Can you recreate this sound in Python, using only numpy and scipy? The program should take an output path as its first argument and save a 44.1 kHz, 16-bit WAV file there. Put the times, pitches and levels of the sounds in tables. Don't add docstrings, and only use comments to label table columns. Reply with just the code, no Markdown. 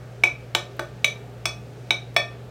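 import sys
import numpy as np
from scipy import signal
from scipy.fft import rfft, irfft
from scipy.io import wavfile
from scipy.ndimage import uniform_filter1d

SR = 44100
rng = np.random.default_rng(int(sys.argv[2]) if len(sys.argv) > 2 else 0)


def transcribe(signal):
    frames = np.atleast_2d(signal).T
    limited = np.clip(frames, -1, 1)
    pcm = np.round(limited * 32767).astype(np.int16)
    wavfile.write(sys.argv[1], SR, pcm)


def to_linear_factor(level_db):
    exponent = np.asarray(level_db, float) / 20
    return 10 ** exponent


N = 110250

# f/Hz, level/dB rms, wobble/dB
HUM = [(59.3, -55, 2.5), (120.0, -41, .7)]
# f/Hz, width/Hz, level/dB rms
DUCT = [(142, 16, -54), (404, 32, -55), (520, 60, -60), (716, 40, -64)]
# f/Hz, level/dB per Hz
AIR = [(94, 2), (160, 3), (308, -6), (411, -0.5), (453, -1), (719, -7), (942, -12), (1960, -17),
       (16000, -40)]
# t/s, level/dB of the low, middle and high family
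TAPS = [
    (.2360, -19, -35.5, -43),
    (.5490, -35, -33, -43.5),
    (0.7939, -48.5, -53, -56.5),
    (1.044, -25, -30, -37),
    (1.455, -35.5, -46.5, -42),
    (1.9062, -27.5, -26, -42.5),
    (2.1632, -26, -35, -43.5),
]
# level/dB of the first, second, third, middle and high family
RIM = [(-44.5, -49.5, -28, -46.5, -39), (-37.5, -35.5, -39, -40, -60), (-43.5, -42, -52, -48, -73),
       (-41.5, -41, -54, -32, -63), (-41, -48, -31, -28, -33.5), (-51, -52, -52, -40, -39),
       (-33, -25.5, -24, -22.5, -29.5)]
# crack level/dB, crack top f/Hz, contact/ms
CONTACT = [(-10.5, 3800, 1.27), (-14, 6900, 0.68), (-26, 7000, 0.31), (-16, 8700, 0.77),
           (-13.5, 5300, 0.83), (-23.5, 8300, 0.82), (-19, 11500, 1.54)]
# thud f/Hz, thud level/dB, knock level/dB, clack level/dB
SPOON = [(727, -15, -16, -14.5), (729, -15, -12.5, -4.5), (638, -19.5, -15.5, -30), (630, -20.5, -30, -12),
         (656, -16.5, -21.5, -46), (719, -17.5, -15.5, -48), (674, -9, -15.5, -19)]
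# f/Hz, t60/s
BOWL = [
    [(2278, .24), (2302, .24), (2326, .27), (2350, .2), (2398, .12), (2482, .17), (2579, .13)],
    [(3020, .12), (3605, .15), (3714, .2), (3756, .15), (3792, .2), (3820, .27), (3854, .2)],
    [(5717, .16), (6026, .16), (6058, .2), (6640, .1), (7040, .14), (8436, .12), (9260, .12), (9540, .15)],
    [(1147, .2), (1180, .5), (1188, .3)],
    [(1782, .2), (1804, .33), (1837, .22)],
    [(2480, .1), (2530, .33)],
    [(3398, .15), (3428, .24), (3512, .12), (4417, .24)],
    [(5368, .1), (5402, .12), (5575, .17), (8157, .13), (11100, .1), (12700, .08)],
]
BOWL_SHARE = [
    [-3, -2, -2, -7, -8, -6, -12],
    [-10, -13, -7, -11, -6, 0, -9],
    [-5, -5, 0, -8, -10, -12, -14, -16],
    [-8, 0, -4],
    [-8, 0, -6],
    [-2, 0],
    [-12, 0, -18, -12],
    [-4, 0, -7, -6, -22, -20],
]
# extra level/dB, t60/s
FIRST_SWING = [(8, 0.071), (11, 0.049), (8.5, 0.055), (14.5, 0.021), (10, 0.014), (-7, .04), (-0.5, 0.11),
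               (15.5, 0.013)]
# f/Hz, level/dB, t60/s
SPOON_KNOCK = [(362, -12, .07), (870, -4, .04), (1250, -2, .022), (1480, 0, .02)]
SPOON_CLACK = [(3050, -1, .016), (3450, -1, .015), (3900, -5, .012), (5300, -11, .015), (7400, -11, .012)]
# t/s, level/dB
GRAZES = [
    (.7685, -52),
    (1.873, -59),
    (2.1450, -49),
]
# f/Hz, width/Hz, level/dB, t60/s
KITCHEN = [(285, 600, -7, 0.12), (702, 690, -2.5, 0.26), (570, 58, 3.5, 0.24), (1296, 760, -9.5, .33),
           (2400, 1400, -15, .3), (5180, 4240, -7, 0.26), (10400, 6600, -9, 0.2), (14640, 6000, -43, 0.067)]
# f/Hz, width/Hz, depth/0-1
MIC_DIPS = [(1020, 220, .5), (2000, 200, .3), (10500, 1500, .35)]


def level(x, db):
    return x * to_linear_factor(db) / np.sqrt(np.mean(x ** 2))


def band(x, hz, width):
    edges = [max(hz - width / 2, 5), min(hz + width / 2, SR / 2.1)]
    return signal.sosfilt(signal.butter(2, edges, "bandpass", fs=SR, output="sos"), x)


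def walk(rate):
    hold = int(SR / rate)
    steps = np.repeat(rng.standard_normal(N // hold + 1), hold)
    return 1.5 * uniform_filter1d(uniform_filter1d(steps, hold), hold)[:N]


def add(out, x, at_s):
    i = int(at_s * SR)
    out[i:i + len(x)] += x[:len(out) - i]


def fan_hum():
    t = np.arange(N) / SR
    out = np.zeros(N)
    for hz, db, wobble_db in HUM:
        strength = np.sqrt(2) * to_linear_factor(db + wobble_db * walk(9))
        out += strength * np.sin(2 * np.pi * hz * t + .3 * walk(6))
    return out


def fan_duct():
    out = sum(level(band(rng.standard_normal(N), hz, width), db) for hz, width, db in DUCT)
    rumble = band(band(rng.standard_normal(N), 71.3, 53), 71.3, 52)
    return out + level(rumble, -57)


def fan_air():
    flicker_db = 1.0
    hz = np.fft.rfftfreq(N, 1 / SR)
    at_hz, air_db = np.array(AIR).T
    shape = to_linear_factor(np.interp(np.log(hz + 1), np.log(at_hz), air_db))
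    shape = shape * np.minimum(hz / 130, 1) ** 3
    octave = np.log2(np.maximum(hz, 100) / 100)
    air = np.zeros(N)
    for k in range(9):
        share = np.sqrt(np.clip(1 - abs(octave - k), 0, 1))
        noise = irfft(rfft(rng.standard_normal(N)) * shape * share, N)
        air += to_linear_factor(flicker_db * walk(7.96)) * noise
    return level(air, -44.5)


def fan():
    return fan_hum() + fan_duct() + fan_air()


def crack(t, db, top_hz):
    t60_s = 0.028
    burst = rng.standard_normal(len(t)) * to_linear_factor(db - 60 * t / t60_s)
    return signal.lfilter(*signal.butter(1, [700, min(top_hz, 18000)], "bandpass", fs=SR), burst)


def ring(modes, db, t, first=(-99, .01)):
    scatter_db = 1
    hz, mode_db, t60 = np.array(modes).T[:, :, None]
    gain = to_linear_factor(db + mode_db + scatter_db * rng.standard_normal(hz.shape))
    first_db, first_t60 = first
    fade = to_linear_factor(-60 * t / t60) + to_linear_factor(first_db - 60 * t / first_t60)
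    return np.sum(gain * np.sin(2 * np.pi * hz * t) * fade, axis=0)


def wood(t, thud_hz, thud_db, knock_db, clack_db):
    thud = ring([(thud_hz, 0, 0.034)], thud_db, t)
    return thud + ring(SPOON_KNOCK, knock_db, t) + ring(SPOON_CLACK, clack_db, t)


def bowl(t, family_db):
    out = np.zeros(len(t))
    for modes, shares, db, first in zip(BOWL, BOWL_SHARE, family_db, FIRST_SWING):
        family = [(hz, share_db, t60) for (hz, t60), share_db in zip(modes, shares)]
        out += ring(family, db, t, first)
    return out


def taps():
    out, t = np.zeros(N), np.arange(SR // 2) / SR
    for (at_s, *flank), rim, (crack_db, top_hz, contact_ms), spoon in zip(TAPS, RIM, CONTACT, SPOON):
        onset = 1 - np.exp(-(1000 * t / contact_ms) ** 2)
        blow = bowl(t, [*flank, *rim]) + wood(t, *spoon) + crack(t, crack_db, top_hz)
        add(out, onset * blow, at_s)
    return out


def grazes():
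    out, t = np.zeros(N), np.arange(800) / SR
    peak_s, width_s = .004, .0015
    for at_s, db in GRAZES:
        scrape = np.diff(rng.standard_normal(801))
        add(out, to_linear_factor(db) * scrape * np.exp(-((t - peak_s) / width_s) ** 2), at_s - peak_s)
    return out


def kitchen(x):
    gap_s, rise_s = .004, .004
    t = np.arange(SR // 2) / SR
    rise = 1 - np.exp(-np.maximum(t - gap_s, 0) / rise_s)
    response = np.zeros(len(t))
    for hz, width, db, t60 in KITCHEN:
        tail = band(rng.standard_normal(len(t)), hz, width) * rise * to_linear_factor(-60 * t / t60)
        response += level(tail, db) * np.sqrt(2 * width / SR / len(t))
    return signal.fftconvolve(x, response)[:N]


def scene():
    close = taps() + grazes()
    return (close + kitchen(close) + fan())[None]


def band_limit(x):
    return signal.sosfilt(signal.butter(12, 16780, fs=SR, output="sos"), x)


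def record(dry):
    for hz, width, depth in MIC_DIPS:
        dry = dry - min(depth, 1) * signal.lfilter(*signal.iirpeak(hz, hz / width, SR), dry)
    mix = signal.sosfilt(signal.ellip(8, .2, 70, 15900, fs=SR, output="sos"), dry)
    return band_limit(mix)


dry = scene()
out = record(dry)
transcribe(out)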